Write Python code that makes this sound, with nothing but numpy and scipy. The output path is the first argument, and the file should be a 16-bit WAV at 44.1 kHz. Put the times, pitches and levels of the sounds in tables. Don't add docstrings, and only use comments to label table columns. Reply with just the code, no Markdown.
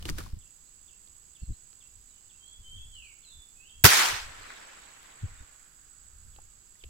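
import sys
import numpy as np
from scipy import signal
from scipy.fft import rfft, irfft, next_fast_len
from scipy.io import wavfile
from scipy.ndimage import uniform_filter1d

SR = 44100
rng = np.random.default_rng(int(sys.argv[2]) if len(sys.argv) > 2 else 0)


def unload_wav(signal):
    wavfile.write(
        sys.argv[1],
        SR,
        np.round(np.clip(np.atleast_2d(signal).T, -1, 1) * 32767).astype(np.int16),
    )


N = 303849
TIME = np.arange(N) / SR
CUT_S = 0.38


def gain_of(db):
    return 10 ** (np.asarray(db) / 20)


def evened(x):
    return x / np.sqrt(np.mean(x ** 2) + 1e-30)


def read(points, hz):
    f, value = np.transpose(points)
    return np.interp(np.log(hz + 1), np.log(f + 1), value)


def panned(db):
    pair = gain_of(np.array([np.atleast_1d(db), -np.atleast_1d(db)]) / 2)
    return pair / np.sqrt((pair ** 2).mean(0))


def add(mix, s, sound):
    start = max(round(s * SR), 0)
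    part = mix[..., start:][..., :sound.shape[-1]]
    part += sound[..., :part.shape[-1]]


# freq_hz, correlation [-1 to 1]
SAME = [(60, .93), (130, 0.61), (290, 0.26), (640, -0.6), (1400, 0.14), (15000, -0.078)]


def noise(colour):
    size = next_fast_len(N)
    hz = np.fft.rfftfreq(size, 1 / SR)
    a, b = rfft(rng.standard_normal((2, size)))
    same = read(SAME, hz)
    ports = np.array([a, same * a + np.sqrt(1 - same ** 2) * b])
    return evened(irfft(ports * gain_of(read(colour, hz)), size)[:, :N])


def resonate(x, hz, width_hz):
    b, a = signal.iirpeak(hz, hz / width_hz, fs=SR)
    return signal.lfilter(b, a, signal.lfilter(b, a, x))


def band(hz, width_hz):
    return evened(resonate(rng.standard_normal((2, N)), hz, width_hz))


def burst(t, decay_s, rise_s=.0002):
    t = np.maximum(t, 0)
    return (1 - np.exp(-t / rise_s)) * np.exp(-t / decay_s)


def swell(rows):
    power = sum(gain_of(db) ** 2 * np.exp(-((TIME - s) / half_s) ** 2) for s, db, half_s in rows)
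    return np.sqrt(power)


def drift(per_s):
    knots = np.arange(0, TIME[-1] + 1, 1 / per_s)
    return np.interp(TIME, knots, rng.standard_normal(len(knots)))


def clacks(rows, width_share=0.34, top_hz=7000):
    out, t = np.zeros((2, N)), np.arange(SR // 10) / SR
    lowpass = signal.butter(1, top_hz, fs=SR)
    for s, db, hz, decay_s, bright_db in rows:
        grit = rng.standard_normal((2, len(t)))
        shape = burst(t, decay_s)
        crack = evened(signal.lfilter(*lowpass, grit) * shape)
        body = evened(resonate(grit, hz, hz * width_share) * shape)
        level = gain_of(db) * np.sqrt(np.mean(shape ** 2))
        add(out, s, level * (body + gain_of(bright_db) * crack))
    return out


# freq_hz, relative_db_per_hz
AIR = [(25, 1.5), (100, -8), (250, -14), (550, -18), (1400, -19), (2100, -22), (3000, -19.5), (4000, -21),
       (5000, -15.5), (5900, -24.5), (9200, -33.5), (10700, -19.5), (12300, -27.5), (14700, -21.5),
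       (16000, -27)]


def air(level_db=-62.8):
    return gain_of(level_db) * noise(AIR)


# freq_hz, relative_db_per_hz
GRASS = [(200, 8.5), (400, -0.5), (800, -3.5), (1300, -2), (2100, -5.5), (3100, -5), (5000, -4.5),
         (7600, -6.5), (15500, -15)]
# start_s, crunch_db, rise_s, decay_s, thud_db
TREADS = [(.055, -41.5, .002, .016, -37), (.092, -35, .01, .012, -34), (.187, -43.5, .02, .06, -41)]
# start_s, level_db, pitch_hz, decay_s, brightness_db [re body]
TWIGS = [(.026, -42.5, 2960, .0025, 2), (.054, -29.5, 2980, .0017, -5.5), (.090, -24.5, 1750, .0015, -15),
         (.098, -25, 5300, .0011, -1), (.183, -40, 1500, .01, 3), (.204, -42.5, 1220, .0075, -20),
         (.2623, -42, 1060, .004, -15)]


def step(rustle_db=-54, grain_db=3, thud_hz=320, thud_decay_s=.01, thud_bright_db=-30, release_s=.2):
    crunch_power = 0
    for s, db, rise_s, decay_s, _ in TREADS:
        distance = np.maximum((s - TIME) / rise_s, (TIME - s) / decay_s)
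        crunch_power = crunch_power + gain_of(db) ** 2 * np.exp(-2 * distance)
    rustle = gain_of(rustle_db) * np.clip((CUT_S - TIME) / release_s, 0, 1)
    grains = gain_of(grain_db * evened(uniform_filter1d(rng.standard_normal(N), size=60)))
    stalks = evened(noise(GRASS) * grains) * np.sqrt(crunch_power + rustle ** 2)
    thuds = clacks([(s, db, thud_hz, thud_decay_s, thud_bright_db) for s, *_, db in TREADS])
    return thuds + clacks(TWIGS, width_share=.42) + stalks * (TIME < CUT_S)


# middle_s, level_db, half_s [to 1/e power]
GUSTS = [(.125, -31.5, .028), (.14, -39.5, .14), (.339, -29.5, .006), (.374, -42, .01),
         (1.433, -33.5, .0093), (1.506, -30, .016), (1.97, -55.5, .045), (2.601, -49, .009),
         (2.8, -51, .14), (3.372, -56, .035), (3.795, -50.5, .027), (4.135, -40.5, .02), (4.27, -48.5, .12),
         (5.244, -27.5, .011), (5.307, -45, .034), (5.412, -43, .019), (6.3, -53, .17), (6.863, -44.5, .02)]
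# freq_hz, relative_db_per_hz
WIND = [(20, 0.5), (40, -0.5), (90, -1), (150, -14), (220, -19.5), (350, -32.5), (600, -52.5), (1300, -100)]


def wind(steady_db=-70, dull_hz=60, gentle_db=-56, strong_db=-36, lumps_db=4):
    level = np.hypot(gain_of(steady_db), swell(GUSTS))
    force = np.clip((20 * np.log10(level) - gentle_db) / (strong_db - gentle_db), .35, 1)
    eddies = noise(WIND)
    deep = evened(signal.sosfiltfilt(signal.butter(2, dull_hz, fs=SR, output="sos"), eddies))
    eddies = force * eddies + (1 - force) * deep
    lumps = gain_of(lumps_db * (1 - force) * drift(20))
    power = uniform_filter1d((eddies ** 2).mean(0), size=1100)
    return level * lumps * eddies / np.sqrt(power + .05)


# centre_hz, width_hz [one pass], level_db [before effort], left_right_db, pulsed_share [0-1]
CICADA = [(7802, 260, -61.5, -19.5, .95), (7646, 430, -60, -16, 0.2), (6796, 590, -63, -8.5, .1)]


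def cicada(pulse_hz=59.4, ring_s=0.0069, waver=0.0035, tone_hz=7860, tone_db=-62.6, tone_waver_hz=25,
           tone_sag_hz_per_s=9000, effort_db=.7, tiring_db_per_s=.22, unsteady_db=.6):
    phase = np.cumsum(pulse_hz * (1 + waver * drift(20))) / SR
    age_s = phase % 1 / pulse_hz
    pulses = evened(burst(age_s, ring_s, rise_s=0.0022))
    pitch_hz = tone_hz + tone_waver_hz * drift(20) - tone_sag_hz_per_s * age_s
    tone = np.sin(2 * np.pi * np.cumsum(pitch_hz) / SR)
    out = gain_of(tone_db) * panned(-19) * evened(pulses * tone)
    for hz, width_hz, db, side_db, share in CICADA:
        drive = rng.standard_normal((2, N)) * (1 - share + share * pulses)
        out += gain_of(db) * panned(side_db) * evened(resonate(drive, hz, width_hz))
    effort = effort_db - tiring_db_per_s * TIME + unsteady_db * drift(10)
    cut = np.clip((TIME - CUT_S) / .01, .2, 1)
    return out * gain_of(effort) * cut


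def whistle(length_s, from_hz, to_hz, db, middle, glide_s, fade_db=0, taper=.55):
    t = np.arange(0, length_s, 1 / SR)
    hz = from_hz + (to_hz - from_hz) * (1 + np.tanh((t - middle * length_s) / glide_s)) / 2
    level = gain_of(db - fade_db * (t / length_s - .5)) * signal.windows.tukey(len(t), taper)
    return level * np.sqrt(2) * np.sin(2 * np.pi * np.cumsum(hz) / SR)


def woods(x, t60_s, wet_db):
    t = np.arange(SR // 2) / SR
    tail = rng.standard_normal((2, len(t))) * gain_of(-60 * t / t60_s)
    tail *= gain_of(wet_db) / np.linalg.norm(tail[0])
    wet = signal.fftconvolve(x[None], tail, axes=1)[:, :N]
    return (x + wet) / np.hypot(1, gain_of(wet_db))


# start_s, length_s, from_hz, to_hz, level_db, glide_middle [0-1], glide_s, fade_db
SONG = [(2.11, .09, 3000, 3020, -68, .5, .04, 0), (2.37, .22, 3100, 3400, -56.5, .3, .042, 2),
        (2.61, .26, 3100, 3410, -49.5, .5, .034, 6), (2.9, .25, 3500, 2000, -54, .38, .115, 23),
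        (3.21, .21, 4320, 3480, -56.5, .3, .034, 6), (3.53, .27, 2540, 3300, -57.8, .45, .036, -4)]
# start_s, level_db
CHIPS = [(0.404, -65.5), (0.874, -63.5), (1.346, -62.5), (1.8, -62.5), (2.289, -63), (2.761, -62),
         (3.226, -63), (3.688, -62), (6.324, -69), (6.798, -64.5)]
# delay_s, length_s, from_hz, to_hz, level_db [re chip], glide_middle [0-1], glide_s
CHIP = [(0, .037, 3650, 2450, 0, .57, .012), (.046, .028, 2620, 2780, -4, .5, .012)]
# start_s, from_hz, to_hz, level_db
SLURS = [(.65, 3750, 4500, -74), (1.409, 4600, 4030, -69), (1.508, 3750, 4400, -70),
         (2.079, 4100, 3650, -71), (2.46, 3970, 4460, -70), (2.93, 3950, 4400, -69),
         (3.03, 3960, 4780, -70), (5.37, 3550, 3750, -67)]


def birds(slur_s=.05, slur_glide_s=.02):
    song, chips, slurs = np.zeros((3, N))
    for s, *note in SONG:
        add(song, s, whistle(*note))
    for s, db in CHIPS:
        for delay_s, *note in CHIP:
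            add(chips, s + delay_s, gain_of(db) * whistle(*note))
    for s, from_hz, to_hz, db in SLURS:
        add(slurs, s, whistle(slur_s, from_hz, to_hz, db, .5, slur_glide_s))
    whistler = panned(-3) * woods(song, t60_s=0.52, wet_db=13)
    chipper = panned(5) * woods(chips, t60_s=.4, wet_db=-1)
    return whistler + chipper + panned(4) * woods(slurs, t60_s=0.24, wet_db=5)


RASPS_S = [.52, 1.15, 1.93, 2.75, 3.47, 4.42, 5.05, 5.63, 6.3, 6.85]


def rasper(hz=11250, width_hz=600, db=-73.5, half_s=.145):
    return band(hz, width_hz) * swell([(s, db, half_s) for s in RASPS_S])


# start_s, level_db, pitch_hz, decay_s, brightness_db [re body]
KNOCKS = [(1.074, -56.5, 3500, .0021, 4), (1.73, -55, 4370, .0018, 2), (5.03, -55, 9000, .0014, 10),
          (6.3625, -53, 2990, .0015, 6), (6.384, -48.5, 800, .0057, -24), (6.754, -60, 1900, .004, -9),
          (6.8375, -39, 2700, .0028, -21)]


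def handling(bump_db=-10, bump_hz=320, bump_decay_s=.005, bump_bright_db=-28):
    bumps = [(s, db + bump_db, bump_hz, bump_decay_s, bump_bright_db) for s, db, *_ in KNOCKS]
    return clacks(KNOCKS, width_share=.42) + clacks(bumps, width_share=.8)


# freq_hz, left_right_db
PORTS = [(200, 0.5), (330, -2), (750, 0), (1170, 1.5), (2740, 1.5), (5000, -2), (7000, -6), (8100, -18.5),
         (9000, -6.5), (10200, 0), (12000, 0), (13500, 8.5), (15000, 8)]


def from_front(x):
    size = next_fast_len(N)
    hz = np.fft.rfftfreq(size, 1 / SR)
    return irfft(rfft(x, size) * panned(read(PORTS, hz)), size)[:, :N]


# start_s, level_db, decay_s, left_right_db
FRONTS = [(3.843, -2, 0.0036, -7), (3.8503, -2, 0.011, -0.5), (3.8625, -7, .007, -3)]
# freq_hz, relative_db_per_hz
BLAST = [(35, -26.5), (60, -10.5), (150, -8), (270, -14.5), (403, -7), (520, -13.5), (1400, -6),
         (2500, -11.5), (4200, -12.5), (5450, -11.5), (9080, -19), (12000, -16.5), (14800, -10.5),
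         (16000, -20.5)]
STRIKE_S, STRIKE_DECAY_S = 3.8389, .0003


def shot(strike_db=3, push_db=-9, push_hz=95, push_s=3.8435, push_decay_s=.012, flare_db=-13):
    since_s = TIME - STRIKE_S
    strike = gain_of(strike_db) * panned(16) * band(SR / 3, SR / 5) * burst(since_s, STRIKE_DECAY_S)
    growth = np.clip(since_s / (FRONTS[0][0] - STRIKE_S), 0, 1) * (TIME < FRONTS[1][0])
    flare = gain_of(flare_db) * panned(2.3) * growth
    power = flare ** 2
    for s, db, decay_s, side_db in FRONTS:
        power = power + (gain_of(db) * panned(side_db) * burst(TIME - s, decay_s)) ** 2
    blast = from_front(noise(BLAST)) * np.sqrt(power)
    age_s = TIME - push_s
    push = gain_of(push_db) * burst(age_s, push_decay_s) * np.cos(2 * np.pi * push_hz * age_s)
    return strike + blast + push


def returned(first_s, last_s, db, sag_db_per_s, fall_db_per_s, build_s=.012):
    age_s = np.maximum(TIME - first_s, 0)
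    beyond = gain_of(np.clip(fall_db_per_s * (TIME - last_s), -200, 200))
    return np.minimum(age_s / build_s, 1) * gain_of(db - sag_db_per_s * age_s) / np.hypot(1, beyond)


def scatter(colour, loss_db_per_s, lumps_db, flutter_db):
    hz, t, z = signal.stft(from_front(noise(colour)), SR, nperseg=512)
    absorbed_db = loss_db_per_s * hz[:, None] / 10100 * np.clip(t - 3.95, -.1, 3)
    lumps = uniform_filter1d(rng.standard_normal(z.shape), size=12, axis=1)
    lumps = evened(uniform_filter1d(lumps, size=4, axis=2))
    flutter = evened(uniform_filter1d(rng.standard_normal(N), size=100))
    reflections = signal.istft(z * gain_of(lumps_db * lumps - absorbed_db), SR, nperseg=512)[1]
    return reflections[:, :N] * gain_of(flutter_db * flutter)


# freq_hz, relative_db_per_hz
ECHO_COLOUR = [(80, -36), (130, -29.5), (270, -23.5), (400, -14.5), (560, -13.5), (800, -6), (1050, -6),
               (1640, -3), (2490, -5.5), (5750, -8.5), (8500, -11), (12300, -19), (14900, -16),
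               (16000, -25)]
# first_return_s, last_return_s, level_db, sag_db_per_s, final_fall_db_per_s
TREES = (3.858, 4.045, -18.3, 7, 103)
# first_return_s, last_return_s, level_db, sag_db_per_s, final_fall_db_per_s
VALLEY = [(3.98, 4.74, -45.3, 4, 38), (4.6, 5.43, -53.8, 3, 38)]
# freq_hz, relative_db_per_hz
VALLEY_COLOUR = [(130, -15), (350, -8), (700, -3.5), (1100, -1.5), (1500, 0.5), (2200, -2.5), (3200, -6),
                 (5000, -9.8), (8000, -16), (16000, -28)]
# start_s, level_db, pitch_hz, decay_s, brightness_db [re body]
SLAP = (4.5035, -33, 1400, .0023, -22)
# first_return_s, last_return_s, level_db,
# sag_db_per_s, final_fall_db_per_s, centre_hz, width_hz [one pass]
DULL_RETURNS = [(3.92, 4.08, -34.5, 8, 150, 1100, 800), (5.0, 6.4, -68, 3, 20, 1440, 600)]


def echoes(slope_build_s=.5, dull_build_s=.15):
    trees = scatter(ECHO_COLOUR, loss_db_per_s=27, lumps_db=2.4, flutter_db=1) * returned(*TREES)
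    slopes = np.sqrt(sum(returned(*slope, slope_build_s) ** 2 for slope in VALLEY))
    valley = scatter(VALLEY_COLOUR, loss_db_per_s=5, lumps_db=2.4, flutter_db=.7) * slopes
    dull = np.zeros((2, N))
    for *land, hz, width_hz in DULL_RETURNS:
        dull += band(hz, width_hz) * returned(*land, dull_build_s)
    return trees + valley + dull + clacks([SLAP], width_share=.6)


def scene():
    nature = air() + wind() + cicada() + birds() + rasper()
    return nature + step() + handling() + shot() + echoes()


EDGE_HZ = 16100


def record(dry):
    lowpass = signal.firwin(255, EDGE_HZ, window=("kaiser", 8), fs=SR)
    return signal.oaconvolve(np.clip(dry, -.95, .95), lowpass[None], "same")


dry = scene()
out = record(dry)
unload_wav(out)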